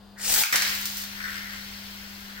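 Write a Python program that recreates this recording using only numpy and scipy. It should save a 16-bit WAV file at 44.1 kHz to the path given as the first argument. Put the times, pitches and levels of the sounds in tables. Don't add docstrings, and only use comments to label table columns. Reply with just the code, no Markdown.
import sys
import numpy as np
from scipy import signal
from scipy.fft import rfft, irfft, next_fast_len
from scipy.io import wavfile
from scipy.ndimage import map_coordinates

SR = 44100
rng = np.random.default_rng(int(sys.argv[2]) if len(sys.argv) > 2 else 0)


def output_pcm(signal):
    pcm = np.clip(np.atleast_2d(signal).T, -1, 1) * 32767
    wavfile.write(sys.argv[1], SR, np.round(pcm).astype(np.int16))


N = 105840

# start_s, level_db
HUM_SWELL = [(0, -53), (.15, -51.5), (.25, -50), (.42, -53.5), (.55, -53), (.67, -49), (.85, -48),
             (1.6, -47.5), (2.4, -48)]
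HUM_HZ, LOW_HUM_HZ = 199.9, 96.2
LOW_HUM_DB, RUMBLE_DB = -13.5, -7
# freq_hz, level_db
RUMBLE_COLOUR = [(20, -6), (35, -15), (52, 0.5), (70, -4.5), (95, -11), (125, -12.5), (300, -22),
                 (600, -31), (1500, -54)]
# freq_hz, level_db
AIR_COLOUR = [(150, -11), (300, 3), (500, 0.5), (900, 2.5), (1200, -2.5), (1450, -3), (2300, -13),
              (2900, -7), (4000, -6.5), (4850, -4.5), (5500, -17.5), (9000, -19.5), (15500, -24)]
AIR_DB = -55.5
# freq_hz, level_db
THUMP_COLOUR = [(20, -2), (45, -2), (90, -10), (300, -44), (2000, -90)]
THUMP_S, THUMP_LENGTH_S, THUMP_DB = .33, 0.057, -45

# freq_hz, t60_s
ROOM_DECAY = [(200, 0.32), (1500, 0.67), (5000, 0.42), (10000, 0.23), (15000, 0.13)]
EARLY_T60_S = 0.087
STILL_SHARE = .7

# start_s, level_db
PULL_EFFORT = [(0.15, -74), (0.168, -73.5), (0.18, -51.5), (0.238, -34), (0.324, -25), (0.424, -23.5),
               (0.43, -30)]
RIP_DB, JUDDER_DB = 2, 1.3
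TEETH_HZ, TEETH_DB_PER_DOUBLING = 1497.8, 15.5
# freq_hz, level_db
SLOW_GEAR_COLOUR = [(150, -17), (560, -8), (1300, -12), (1850, -6.5), (2400, -1), (3100, -3.5), (4200, -2),
                    (5300, 3.5), (6200, 0), (7800, 3.5), (9300, -1.5), (10600, -6), (13000, -7),
                    (15500, -3.5)]
# freq_hz, level_db
FAST_GEAR_COLOUR = [(100, -15.5), (300, -8.5), (560, -10), (820, 4), (1150, -13), (1800, 2.5), (2500, -1.5),
                    (3100, 1), (5000, 3.5), (6800, 2.5), (8500, 3.5), (9700, 0), (11000, -1), (13000, 3.5),
                    (15500, 5)]
FAST_FROM_S, FAST_BY_S = .25, 0.35
CREAK_S, CREAK_RISE_S, CREAK_DB = 0.153, 0.025, -50.5
RELEASE_S, RELEASE_FADE_S = .428, 0.0029
# freq_hz, level_db
COAST_COLOUR = [(300, -26), (1200, -9), (2500, -4), (4500, 4), (7000, 2.5), (9500, -3.5), (12000, -2.5),
                (14200, 5.5), (15500, 6.5)]
COAST_DB, COAST_FALL_DB_PER_S = -34, 5.5
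COAST_STOP_S, COAST_FADE_S = 1.02, .05

# start_s, level_db, brightness_db_per_octave
KNOCK_HITS = [(.197, -36, -4), (0.297, -17, 4.5), (0.34, -5.5, 7), (.36, -22, -3), (0.4361, -13, -3.5),
              (.5255, -15, -1.5), (.5315, -16.5, -1), (.545, -20, -4), (.558, -8, 1.5), (.621, -13, 0.5)]
# freq_hz, level_db
KNOCK_COLOUR = [(150, -30), (600, -12), (1000, -10), (1450, 0.5), (2400, -2), (3300, -10), (4700, -1),
                (7500, -3), (10000, -8.5), (15500, -5.5)]
KNOCK_T60_S = .012

RELEASE_RING_HZ, RELEASE_RING_WIDTH_HZ = 1500, 480
RELEASE_RING_T60_S, RELEASE_RING_DB = 0.26, -37.5
DIP_S, DIP_END_S, DIP_DB, DIP_HZ = .432, .517, -10, 736

# freq_hz, width_hz, level_db
SHELL_MODES = [(1535, 168, -1), (1654, 177, -5), (1890, 169, -1.5)]
# start_s, shell_ring_level_db, scrape_level_db
TIP_CONTACT = [(.53, -22.5, -30), (.56, -45.5, -30), (.6, -35, -36), (.63, -41.5, -31.5), (.74, -40, -37.5),
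               (.79, -50, -41), (1.0, -49.5, -46), (1.14, -48.5, -45.5), (1.26, -34, -45),
               (1.345, -42, -42), (1.41, -44, -46.5), (1.47, -43.5, -46.5), (1.545, -42.5, -44),
               (1.6, -51.5, -46), (1.85, -51.5, -47.5), (2.27, -53.5, -49.5), (2.35, -46, -50),
               (2.4, -48, -51.5)]
RING_DB, SCRAPE_DB = -3, -0.28
LAND_S, SPIN_HZ, SPIN_LOSS_HZ_PER_S = .525, 80.8, 2.58
# freq_hz, level_db
SCRAPE_COLOUR = [(200, -15), (600, -14), (1000, -6.5), (1500, -9.5), (2000, -1), (2500, -0.5), (3100, 1),
                 (3600, -3), (4300, 1), (5200, -2.5), (6800, -10.5), (10000, -13.5), (15500, -18)]
# freq_hz, level_db
HISS_COLOUR = [(1000, -30), (4000, -13), (6000, 0.5), (8000, -15), (10000, -7), (12500, -4), (14200, 6),
               (15500, 0.5)]
HISS_DB, HISS_FALL_DB_PER_S = -46, 4
# start_s, left_minus_right_db
TOP_WANDER = [(.55, 1), (.8, 5.5), (1.2, 5), (1.6, 4), (2.2, 4.5)]

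TOP_HZ = 15850


def amp(db):
    return 10 ** (np.asarray(db) / 20)


def unit(x):
    return x / np.sqrt(np.mean(x ** 2) + 1e-20)


def clock():
    return np.arange(N) / SR


def along(points, hz):
    f, v = np.transpose(points)
    return np.interp(np.log(hz + 1), np.log(f + 1), v)


def curves(rows):
    s, *cols = np.transpose(rows)
    return [np.interp(clock(), s, c) for c in cols]


def ramp(start, length):
    return np.clip((clock() - start) / max(length, 1e-4), 0, 1)


def wobble(rate):
    knots = rng.standard_normal(int(N * rate / SR) + 4)
    return map_coordinates(knots, [clock() * rate])


def add(out, start, x):
    out[..., start:start + x.shape[-1]] += x[..., :N - start]


def filtered(x, response):
    n = x.shape[-1]
    m = 2 * next_fast_len(n // 2 + 2048, True)
    return irfft(rfft(x, m) * response(np.fft.rfftfreq(m, 1 / SR)), m)[..., :n]


def coloured(x, points, tilt_db=0):
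    def response(hz):
        level_db = along(points, hz) + tilt_db * np.log2((hz + 200) / 3000)
        cepstrum = irfft(np.log(amp(level_db)))
        cepstrum[1:len(cepstrum) // 2] *= 2
        cepstrum[len(cepstrum) // 2 + 1:] = 0
        return np.exp(rfft(cepstrum))
    return filtered(x, response)


def background():
    t = clock()
    [hum_db] = curves(HUM_SWELL)
    main_tone = np.sin(2 * np.pi * HUM_HZ * t + 0.038 * wobble(4.3))
    low_tone = np.sin(2 * np.pi * LOW_HUM_HZ * t + 0.23 * wobble(5.55))
    hum = np.sqrt(2) * (main_tone + amp(LOW_HUM_DB) * low_tone)

    def noise(shape, apart):
        shared = rng.standard_normal(N)
        return unit(coloured(shared + apart * rng.standard_normal((2, N)), shape))

    low = amp(hum_db) * (hum + amp(RUMBLE_DB) * noise(RUMBLE_COLOUR, apart=0.45))
    swell = np.exp(-((t - THUMP_S) / THUMP_LENGTH_S) ** 2)
    thump = amp(THUMP_DB) * swell * noise(THUMP_COLOUR, apart=0.46)
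    air = amp(AIR_DB) * noise(AIR_COLOUR, apart=1.0)
    return (low + thump + air) * amp([[1.9], [-1.9]])


def walls(x):
    hz, t, z = signal.stft(rng.standard_normal((2, SR // 2)), SR, nperseg=256)
    decay = amp(-60 * t / along(ROOM_DECAY, hz)[:, None])
    tail = signal.istft(z * decay, SR, nperseg=256)[1]
    return signal.fftconvolve(x[None], tail / np.linalg.norm(tail[0]), axes=1)[:, :N]


def in_room(x, pan_db, lag_ms, early_db, wet_db):
    sides = np.array([[1], [-1]])
    direct = filtered(x, lambda f: np.exp(-1j * np.pi * f * sides * lag_ms / 1000))
    hz, t, z = signal.stft(x, SR, nperseg=256)
    power = np.abs(z) ** 2

    def linger(band_power, t60):
        keep = amp(-120 * t[1] / t60)
        return signal.lfilter([0, 1 - keep], [1, -keep], band_power)

    tail = np.array([linger(band, t60) for band, t60 in zip(power, along(ROOM_DECAY, hz))])
    early = amp(early_db) ** 2 * linger(power, EARLY_T60_S)
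    echo = np.sqrt(early + (1 - STILL_SHARE) * amp(wet_db) ** 2 * tail)
    chance = signal.stft(rng.standard_normal((2, N)), nperseg=256)[2]
    diffuse = signal.istft(echo * chance / chance.std(), nperseg=256)[1][:, :N]
    steady = np.sqrt(STILL_SHARE) * amp(wet_db) * walls(x)
    return amp(sides * pan_db / 2) * (direct + diffuse + steady)


def shell(x):
    def response(f):
        total = 0
        for k, (centre, width, db) in enumerate(SHELL_MODES):
            damping = 2j * f * width
            mode = damping / (centre * centre - f * f + damping)
            total = total + amp(db) * mode ** 2 * (-1) ** k
        return total
    return filtered(x, response)


def teeth(rate_hz, scatter_db, rub):
    passed = np.floor(np.cumsum(rate_hz * np.exp(.2 * wobble(700))) / SR)
    strength = amp(scatter_db * rng.standard_normal(N)) * rng.choice([-1, 1], N)
    clicks = np.diff(passed, prepend=0) * strength
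    return unit(unit(clicks / np.sqrt(rate_hz)) + rub * rng.standard_normal(N))


def launcher():
    [pull_db] = curves(PULL_EFFORT)
    rate_hz = TEETH_HZ * 2 ** ((pull_db - pull_db.max()) / TEETH_DB_PER_DOUBLING)
    clicks = teeth(rate_hz, scatter_db=3, rub=1.0)
    fast_clicks = teeth(np.full(N, TEETH_HZ), scatter_db=3, rub=0.45)
    fast = ramp(FAST_FROM_S, FAST_BY_S - FAST_FROM_S)
    rip = np.sqrt(1 - fast) * unit(coloured(clicks, SLOW_GEAR_COLOUR))
    rip += np.sqrt(fast) * unit(coloured(fast_clicks, FAST_GEAR_COLOUR))
    rip *= amp(pull_db + RIP_DB + JUDDER_DB * wobble(160.9))
    creak = amp(CREAK_DB) * unit(shell(clicks))
    free = ramp(RELEASE_S, RELEASE_FADE_S)
    rip = (rip + creak) * ramp(CREAK_S, CREAK_RISE_S) * (1 - free)

    fall_db = -COAST_FALL_DB_PER_S * (clock() - RELEASE_S)
    coast_rate_hz = TEETH_HZ * 2 ** (fall_db / TEETH_DB_PER_DOUBLING)
    coast = unit(coloured(teeth(coast_rate_hz, scatter_db=8.5, rub=0.77), COAST_COLOUR))
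    coast *= amp(COAST_DB + fall_db) * free * (1 - ramp(COAST_STOP_S, COAST_FADE_S))
    placed_rip = in_room(rip, pan_db=3.0, lag_ms=.05, early_db=0.5, wet_db=-4.0)
    return placed_rip + in_room(coast, pan_db=0.0, lag_ms=0.216, early_db=0, wet_db=1.5)


def knocks():
    out, age = np.zeros(N), np.arange(SR // 20) / SR
    length_gain = np.sqrt(KNOCK_T60_S / age[-1] / np.log(1e6))
    for s, db, bright_db in KNOCK_HITS:
        crack = rng.standard_normal(len(age)) * amp(-60 * age / KNOCK_T60_S)
        hit = unit(coloured(crack, KNOCK_COLOUR, bright_db))
        add(out, round(s * SR), hit * amp(db) * length_gain)
    return in_room(out, pan_db=-0.1, lag_ms=-0.033, early_db=-16, wet_db=1)


def flight():
    age = np.maximum(clock() - RELEASE_S, 0)
    band = lambda hz: 1 / (1 + (2 * (hz - RELEASE_RING_HZ) / RELEASE_RING_WIDTH_HZ) ** 4)
    ring = unit(filtered(rng.standard_normal((2, N)), band))
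    return ring * amp(RELEASE_RING_DB - 60 * age / RELEASE_RING_T60_S) * ramp(RELEASE_S + 0.004, .005)


def bass_dip(x):
    dip = ramp(DIP_S, 0.0043) * (1 - ramp(DIP_END_S, 0.0077))
    bass = filtered(x, lambda hz: 1 / (1 + (hz / DIP_HZ) ** 4))
    return x - (1 - amp(DIP_DB * dip)) * bass


def top():
    ring_db, scrape_db = curves(TIP_CONTACT)
    age = clock() - LAND_S
    turns = np.cumsum(SPIN_HZ - SPIN_LOSS_HZ_PER_S * age) / SR
    lean = np.clip(0.42 + 0.075 * (ring_db - np.median(ring_db)), .1, .65)
    cycle = np.cos(2 * np.pi * turns) + .5 * np.cos(6 * np.pi * turns)
    contact = np.exp(lean * cycle - lean ** 2 / 2)

    def grit(grain_db):
        return contact * rng.standard_normal(N) * amp(grain_db * wobble(2500))

    ring = amp(ring_db + RING_DB) * unit(shell(grit(grain_db=8)))
    scrape = amp(scrape_db + SCRAPE_DB) * unit(coloured(grit(grain_db=2), SCRAPE_COLOUR))
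    hiss = unit(coloured(rng.standard_normal(N), HISS_COLOUR))
    hiss *= amp(HISS_DB - HISS_FALL_DB_PER_S * age)
    dry_spin = (ring + scrape + hiss) * ramp(LAND_S, 0.006)
    spin = in_room(dry_spin, pan_db=-0.5, lag_ms=-0.26, early_db=-1.5, wet_db=0)
    [pan_db] = curves(TOP_WANDER)
    return spin * amp(np.array([[1], [-1]]) * pan_db / 2)


def scene():
    return bass_dip(background() + launcher() + knocks() + flight() + top())


def record(dry):
    return filtered(dry, lambda hz: hz < TOP_HZ)


dry = scene()
out = record(dry)
output_pcm(out)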